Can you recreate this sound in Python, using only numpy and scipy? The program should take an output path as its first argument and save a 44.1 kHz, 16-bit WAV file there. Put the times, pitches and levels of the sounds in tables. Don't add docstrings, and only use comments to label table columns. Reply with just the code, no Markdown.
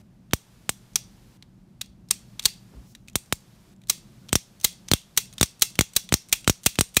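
import sys
import numpy as np
from scipy import signal
from scipy.fft import rfft, irfft
from scipy.io import wavfile
from scipy.ndimage import uniform_filter1d

SR = 44100
rng = np.random.default_rng(int(sys.argv[2]) if len(sys.argv) > 2 else 0)


def put_to_file(sound):
    columns = np.atleast_2d(sound).T
    safe = np.clip(columns, -1, 1)
    whole_steps = np.round(safe * 32767)
    wavfile.write(sys.argv[1], SR, whole_steps.astype(np.int16))


def convert_level_to_amplitude(level_db):
    exponent = np.asarray(level_db, float) / 20
    return 10 ** exponent


N = 308700
STRIKE_S = np.arange(2048) / SR
STRIKE_HZ = np.fft.rfftfreq(2048, 1 / SR) + 1

# start in seconds, strength in dB, loudest part in Hz,
# overload thump in dB, bounce in dB.
BOLT_SPRINGS_UP = [(4.3293, -3.5, 8280, -12.5, -14), (4.9152, -1.5, 4235, -10, -18.5),
                   (5.4113, 2, 3670, -10, -20), (5.7905, -1.5, 2173, -9, -17),
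                   (6.1238, -12.5, 2020, -10, -11.5), (6.4767, -5, 1406, -9.5, -9.5),
                   (6.7881, -13.5, 2397, -10, -10.5)]
# start in seconds, strength in dB, loudest part in Hz,
# overload thump in dB, bounce in dB.
BOLT_DROPS_IN = [(4.3547, -1.5, 6046, -11.5, -7), (4.9355, 1.5, 3300, -11, -21.5),
                 (5.4295, -2, 8030, -14.5, -6.5), (5.8098, 1, 6660, -14, -20), (6.14, 3, 5740, -13, -18),
                 (6.4968, -2, 6630, -8.5, -7.5), (6.8097, 0.4, 8480, -13.5, -11)]
# start in seconds, strength in dB, loudest part
# in Hz, overload thump in dB, overload spike in dB.
BOLT_SLOW_CLICKS = [
    (.33415, -4.5, 5850, -11, -7),
    (0.693, -7.5, 8270, -26, -11),
    (3.1559, -3, 8640, -17.5, -15),
    (3.32525, -7, 7120, -18, -8),
]


def read(points, hz):
    f, value = np.transpose(points)
    return np.interp(np.log(hz + 1), np.log(f + 1), value)


def evened(x):
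    return x / np.sqrt(np.mean(x ** 2) + 1e-20)


def add(mix, s, sound):
    part = mix[round(s * SR):][:len(sound)]
    part += sound[:len(part)]


def noise(spectrum):
    gain = convert_level_to_amplitude(read(spectrum, np.fft.rfftfreq(N, 1 / SR)))
    return evened(irfft(rfft(rng.standard_normal(N)) * gain, N))


def level(curve):
    return convert_level_to_amplitude(np.interp(np.arange(N) / SR, *np.transpose(curve)))


def causal(gain):
    log_gain = np.log(np.r_[gain, gain[-2:0:-1]] + 1e-4)
    return np.fft.ifft(np.exp(np.conj(signal.hilbert(log_gain)))).real


def bolt_contacts():
    # brightness in octaves about the middle, loudest part in dB, ring time in ms
    up, into, slow = (0.56, -2, 17), (0.58, -2.3, 15.8), (.9, -6.5, 24)
    bounce, lead_tick = (0.39, 0, 32), (0.83, -12, 14)
    rows = [(s, db, hz, slow) for s, db, hz, _, _ in BOLT_SLOW_CLICKS]
    # table, tone, bounce delay in ms, bounce Hz, lead tick time in ms, lead tick dB
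    for table, tone, bounce_ms, bounce_hz, lead_ms, lead_db in (
            (BOLT_SPRINGS_UP, up, 2.4, 8000, -5, -37.5),
            (BOLT_DROPS_IN, into, 1.8, 5700, -2.3, -39.5)):
        for s, db, hz, _, bounce_db in table:
            rows.append((s, db, hz, tone))
            rows.append((s + bounce_ms / 1000, bounce_db, bounce_hz, bounce))
            rows.append((s + lead_ms / 1000, lead_db, bounce_hz, lead_tick))
    return rows


def rest_contacts():
    # start in seconds, strength in dB, loudest part in Hz, rebound delay in ms, rebound in dB.
    rests = [(3.898, -2.5, 6026, 1.7, 2.8), (4.6451, -1.5, 8600, 1.9, 5.5), (5.1753, -1.5, 8280, .8, 5.5),
             (5.6215, 7.5, 5740, 2.3, 2), (5.964, -1.3, 5990, 1.8, 2.5), (6.3273, 3.5, 2500, 1.7, 2.5),
             (6.6621, 1.5, 2566, 2.8, 4.5), (6.9682, -2.5, 2450, 0.84, 5)]
    # (brightness in octaves, loudest part in dB, ring time in ms).
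    rattle = [
        (-9.5, -32.5, 8500, (0.67, -14.5, 31)),
        (-5, -36.5, 5900, (.6, -7.5, 20)),
        (-1.5, -11, 28000, (0.98, 10.5, 34)),
    ]
    rest, rebound, settle = (1, -7, 14), (0.51, -12, 17.8), (-.1, 3.8, 28)
    rows = []
    for s, db, hz, ms, rebound_db in rests:
        top_db = max(db, rebound_db)
        rows.append((s, db, hz, rest))
        rows.append((s + ms / 1000, rebound_db, min(hz, 6100), rebound))
        rows.append((s + 5.8 / 1000, top_db - 18.5, min(hz, 3900), settle))
        rows += [(s + at / 1000, top_db + under_db, f, tone) for at, under_db, f, tone in rattle]
    return rows


def sear_contacts():
    # start in seconds, strength in dB, loudest part in Hz, rebound delay in ms, rebound in dB.
    catches = [
        (0.9575, 0, 5780, 2.4, -10.5),
        (1.814, -18.5, 3960, 1.3, -16.5),
        (2.1096, 0.3, 8300, 1.8, -8.5),
        (2.4576, 2, 4400, 1.7, -15.5),
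    ]
    rows = []
    for s, db, hz, ms, rebound_db in catches:
        tone = (0.65 + 0.031 * db, -1, 20)
        rows.append((s, db, hz, tone))
        rows.append((s + ms / 1000, rebound_db, min(hz, 5300), tone))
    return rows


def small_contacts():
    # start in seconds, strength in dB, loudest part in Hz.
    pawls = [(2.9507, -31, 3870), (3.0765, -46, 4400), (3.0837, -32, 2560), (4.287, -37, 5430),
             (4.2913, -29, 3300), (4.8812, -39, 5300), (4.8853, -23, 6150), (5.3806, -43, 5870),
             (5.382, -23, 3530), (5.3977, -32, 5460), (5.755, -27, 3370), (6.0907, -26.5, 3400),
             (6.4448, -29, 2800), (6.7559, -25.5, 2630)]
    # start in seconds, strength in dB, loudest part in Hz.
    resets = [(2.0874, -41.5, 5500), (2.4226, -34, 8470), (2.4281, -30.5, 4510), (2.4383, -29, 8960),
              (2.4408, -37.5, 4520), (3.8718, -42, 4280), (3.8852, -37.5, 5400), (4.6005, -38, 5700),
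              (4.6124, -31, 6120), (4.6308, -38.5, 4270), (5.5954, -36, 8200), (5.9352, -33, 7800),
              (5.9522, -38, 6200), (6.2867, -37, 9500), (6.2941, -34, 7900), (6.634, -32, 10600),
              (6.64, -30, 7450), (6.9412, -38, 11300), (6.9462, -27.5, 7790)]
    # start in seconds, strength in dB,
    # loudest part in Hz, brightness in octaves.
    ticks = [(0.3107, -40, 3690, -1.5), (0.3217, -46, 3110, -0.88), (1.8119, -24, 3900, .1),
             (0.6944, -11.5, 8400, 0.67), (.9346, -48, 5910, 0.38), (2.1057, -26, 3600, -0.26),
             (2.1063, -21, 3400, -0.14), (2.4494, -21, 3900, .3), (2.4547, -0.5, 4625, 0.34),
             (2.4615, -19, 3900, -.1), (3.132, -48, 7100, .5), (3.156, -19.5, 6600, 1),
             (1.4252, -34.5, 3900, -1.33), (1.86, -43, 5300, 0.12), (2.394, -28.5, 2100, -.5),
             (2.3957, -16.5, 3313, -0.48), (2.482, -32.5, 3900, -0.45), (2.5335, -51, 4850, .1),
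             (3.0981, -41, 6000, .2), (3.2604, -45, 5700, .4), (3.7632, -55, 7500, 0.12),
             (3.817, -47, 2490, -0.048), (3.8373, -46.5, 3900, -0.63), (5.3277, -35, 6220, -.5),
             (5.3363, -34, 8960, .4), (5.459, -30.5, 6000, -.1), (5.4763, -47, 3900, -.2),
             (5.8208, -25, 5900, -0.56), (6.337, -16, 2820, 0.64)]
    rows = [(s, db, hz, (-0.52, -1.2, 25.5)) for s, db, hz in pawls]
    rows += [(s, db, hz, (.45, -4, 27)) for s, db, hz in resets]
    return rows + [(s, db, hz, (bright, -1, 22)) for s, db, hz, bright in ticks]


def strike_colour(part_hz, bright, part_db):
    # frequency in Hz, level in dB.
    frame = [(180, -49.5), (300, -21.5), (1720, -8), (2030, -5.5), (2740, -8), (3900, -1.5), (5020, -9),
             (5930, -3.5), (7380, -6), (9020, -5), (9980, -9), (14000, -10), (15700, -12), (16500, -13.5)]
    bell = convert_level_to_amplitude(read(frame, STRIKE_HZ) - 2.1 * (np.log2(STRIKE_HZ / 5000) - bright) ** 2)
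    peak = 1 / (1 + ((STRIKE_HZ - part_hz) / (0.12 * part_hz)) ** 2)
    return bell, bell.max() * convert_level_to_amplitude(part_db + 4.5) * peak


def steel_blow(bell, part, part_hz, part_db, ring_ms):
    chance = rng.standard_normal(len(STRIKE_S))
    crack = causal(bell + .5 * part)
    fade = convert_level_to_amplitude(-60 * STRIKE_S / (ring_ms / 1000))
    dense = evened(irfft(rfft(chance) * bell, len(STRIKE_S))) * fade * np.minimum(STRIKE_S / 0.00048, 1)
    waver = .1 * np.cumsum(chance)
    mode = np.sin(2 * np.pi * part_hz * STRIKE_S + waver) * fade ** 1.3
    return np.sign(chance[0]) * crack / abs(crack).max() + 0.27 * dense + convert_level_to_amplitude(part_db - 8.5) * mode


def sent_into_room(colour):
    # frequency in Hz, width in Hz, lift in dB.
    metal_lines = [(2130, 70, 4.5), (2570, 75, 5.5), (2760, 70, 5.5), (3370, 110, 6), (4600, 130, 6),
                   (5300, 95, 5), (5760, 130, 5), (6580, 100, 3.5), (7470, 120, 3.5), (8720, 220, 4)]
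    shift = 1 + .012 * rng.standard_normal()
    lines_db = 0
    for f, width, lift in metal_lines:
        lift = lift * (1 + .8 * np.tanh(rng.standard_normal()))
        lines_db = lines_db + lift / (1 + ((STRIKE_HZ - f * shift) / width) ** 2)
    return causal(colour * convert_level_to_amplitude(lines_db))


def body_knock():
    # frequency in Hz, level in dB, seconds to fade by 60 dB.
    body = [(164, -39, .05), (410, -39.5, .05), (816, -40.5, 0.049), (1110, -40, 0.052),
            (1256, -34.5, 0.028), (1426, -31.5, 0.024), (2120, -32, 0.023), (2580, -31.5, 0.01)]
    knock = np.zeros(len(STRIKE_S))
    for f, body_db, t60 in body:
        luck = rng.standard_normal()
        fade = convert_level_to_amplitude(body_db + 1.9 * luck - 60 * STRIKE_S / t60)
        knock += fade * np.sin(2 * np.pi * f * (1 + luck / 50) * STRIKE_S)
    return knock


def spring_ring(part_hz):
    # frequency in Hz, level in dB, seconds to fade by 60 dB.
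    springs = [(2460, -49.5, 0.15), (2800, -46.5, 0.13)]
    t = np.arange(9000) / SR
    ring = np.zeros(len(t))
    for f, spring_db, t60 in springs:
        luck = rng.standard_normal()
        struck_db = 10.0 * np.exp(-(np.log2(f / part_hz) / .15) ** 2)
        tone = np.sin(2 * np.pi * f * (1 + 0.0044 * luck) * t) * np.cos(40 * luck * t)
        ring += tone * convert_level_to_amplitude(spring_db + struck_db + 2.0 * luck - 60 * t / t60)
    return ring


def action():
    near, around = np.zeros(N), np.zeros((5, N))
    contacts = small_contacts() + bolt_contacts() + sear_contacts() + rest_contacts()
    for k, (s, db, part_hz, (bright, part_db, ring_ms)) in enumerate(contacts):
        bell, part = strike_colour(part_hz, bright, part_db)
        blow = steel_blow(bell, part, part_hz, part_db, ring_ms)
        add(near, s, convert_level_to_amplitude(db + 4.5) * blow)
        spread = sent_into_room(bell + .5 * part)
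        spread *= np.linalg.norm(blow) / np.linalg.norm(spread)
        add(around[k % len(around)], s, convert_level_to_amplitude(db + 5) * spread)
        add(near, s, convert_level_to_amplitude(db) * body_knock())
        add(near, s, convert_level_to_amplitude(db) * spring_ring(part_hz))
    return near, around


def overloads():
    # start in seconds, thump in dB.
    jolts = [(2.4567, -28), (4.646, -26), (5.6247, -48.5), (5.9641, -29.5), (6.3284, -33), (6.6635, -14.5),
             (6.9697, -14.5)]
    rows = [(row[0], row[3], -10.5) for row in BOLT_SPRINGS_UP]
    rows += [(row[0], row[3], -12) for row in BOLT_DROPS_IN]
    rows += [(row[0], row[3], row[4]) for row in BOLT_SLOW_CLICKS]
    return rows + [(s, db, db + 4) for s, db in jolts]


def thumps():
    out, ms = np.zeros(N), np.arange(2000) / SR * 1000
    swing = np.sin(np.pi * (ms ** .25 - .49) / .292)
    slow = swing * np.exp(-ms / 7.2) * np.minimum(ms / 1.8, 1)
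    slow *= np.cos(np.pi / 2 * ms / ms[-1])
    u = (ms - .14) / .065
    spike = 1.9 * u * np.exp(-u ** 2 / 2) + .62 * swing * np.exp(-ms / .8) * (u > 0)
    ahead = ms[:600] - ms[599]
    warning = np.sin(2 * np.pi * 3.1 * ahead) * np.exp(ahead / 4.6)
    warning -= 3 * np.sin(2 * np.pi * .17 * ahead) * np.exp(ahead / 2.5)
    for s, thump_db, spike_db in overloads():
        add(out, s, convert_level_to_amplitude(thump_db + 1.0) * slow)
        add(out, s - 3 / SR, convert_level_to_amplitude(spike_db + 1.5) * spike)
        add(out, s + ahead[0] / 1000, convert_level_to_amplitude(thump_db - 29.5) * warning)
    return out


def hands():
    # start in seconds, peak level in dB, pitch in Hz.
    bumps = [
        (1.85, -47, 59),
        (2.736, -34, 56.7),
        (2.92, -50, 55),
    ]
    # time in seconds, level in dB.
    scuff = [(2.68, -82), (2.73, -46.5), (2.78, -49), (2.83, -62), (2.88, -86)]
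    # time in seconds, level in dB.
    rub = [(2.799, -88), (2.86, -70.5), (2.875, -61), (2.92, -58), (2.94, -69), (2.971, -73)]
    out, t = np.zeros(N), np.arange(4000) / SR
    for s, db, hz in bumps:
        add(out, s, convert_level_to_amplitude(db) * np.sin(2 * np.pi * hz * t) * np.hanning(len(t)))
    grain = convert_level_to_amplitude(2.5 * evened(uniform_filter1d(rng.standard_normal(N), 300)))
    dull = noise([(50, -11.5), (150, 8.5), (500, -9.0), (1200, -19), (16000, -73.5)])
    out += level([(0.014, -120)] + scuff + [(3, -120)]) * grain * dull
    airy = noise([(1000, -23), (4000, -11), (6200, -4.0), (9000, -11.5), (15500, -11.5), (16500, -28.5)])
    return out + level([(0.0073, -120)] + rub + [(4, -120)]) * airy


def room(feeds):
    # frequency in Hz, seconds to fade by 60 dB.
    fade_times = [(300, 0.16), (1300, 0.12), (3500, 0.31), (9000, 0.25), (15000, 0.16)]
    colour = [(300, -6.5), (800, 6.5), (1500, -1.0), (3500, -11.0), (9000, -11.0), (15000, -7.0)]  # Hz, dB
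    out = np.zeros(N)
    for x in feeds:
        taps = np.zeros(SR // 2)
        at = np.arange(150, len(taps) - 12, 12)
        taps[at + rng.integers(0, 12, len(at))] = rng.choice([-1., 1.], len(at))
        hz, t, z = signal.stft(taps, SR, nperseg=256)
        fade_db = read(colour, hz)[:, None] - 60 * t / read(fade_times, hz)[:, None]
        tail = signal.istft(z * convert_level_to_amplitude(fade_db), SR, nperseg=256)[1]
        out += signal.fftconvolve(x, tail / np.linalg.norm(tail))[:N]
    return out


def hum():
    # frequency in Hz, level in dB per Hz.
    hum_colour = [(18, -55.5), (30, -0.5), (91, -14), (118, -1), (154, -8.5), (190, -1.5), (268, -16.5),
                  (368, -19.5), (443, -33.5), (547, -27.5), (1030, -36), (14500, -64.5), (16500, -79)]
    s, thump_db, _ = np.transpose(overloads())
    t = np.arange(0, N / SR + .01, .01)
    since = np.maximum(t - s[:, None], 0)
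    depth_db = 0.42 * np.maximum(thump_db + 31.5, 0)[:, None]
    duck_db = depth_db * np.minimum(since / .04, 1) * np.exp(-(since / 0.25) ** 2)
    return level(np.c_[t, -49 - duck_db.max(0)]) * noise(hum_colour)


def hiss(dry):
    # frequency in Hz, level in dB per Hz.
    hiss_colour = [(200, 6), (800, 1.5), (2000, -3.5), (5000, -4), (9500, -8.5), (15200, -13), (16500, -45)]
    hold_s = 0.413
    loud_peak = np.r_[1, abs(dry[0]) > .4]
    count = np.arange(N + 1)
    since = (count - np.maximum.accumulate(loud_peak * count))[1:] / SR
    since[:np.argmax(loud_peak[1:])] += hold_s - .018
    gain = uniform_filter1d(np.where(since < hold_s, 1, convert_level_to_amplitude(-11.0)), 90)
    return convert_level_to_amplitude(-61.5) * gain * noise(hiss_colour)


def scene():
    # delay in seconds, level in dB.
    far_walls = [
        (.030, -33),
        (.081, -44),
    ]
    near, around = action()
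    mix = near + convert_level_to_amplitude(-19.0) * room(around) + hands() + hum()
    for s, db in far_walls:
        add(mix, s, convert_level_to_amplitude(db) * near)
    return mix[None]


def top_cut(x):
    return signal.sosfilt(signal.butter(12, 16860, fs=SR, output="sos"), x)


def record(dry):
    x = signal.sosfilt(signal.butter(4, 40, "high", fs=SR, output="sos"), dry)
    x = np.tanh(x * 0.75) + hiss(dry)
    x = signal.sosfilt(signal.ellip(7, .2, 45, 15600, fs=SR, output="sos"), x) + thumps()
    x = signal.sosfilt(signal.butter(8, 16400, fs=SR, output="sos"), x)
    return top_cut(np.clip(x, -1, 1))


dry = scene()
out = record(dry)
put_to_file(out)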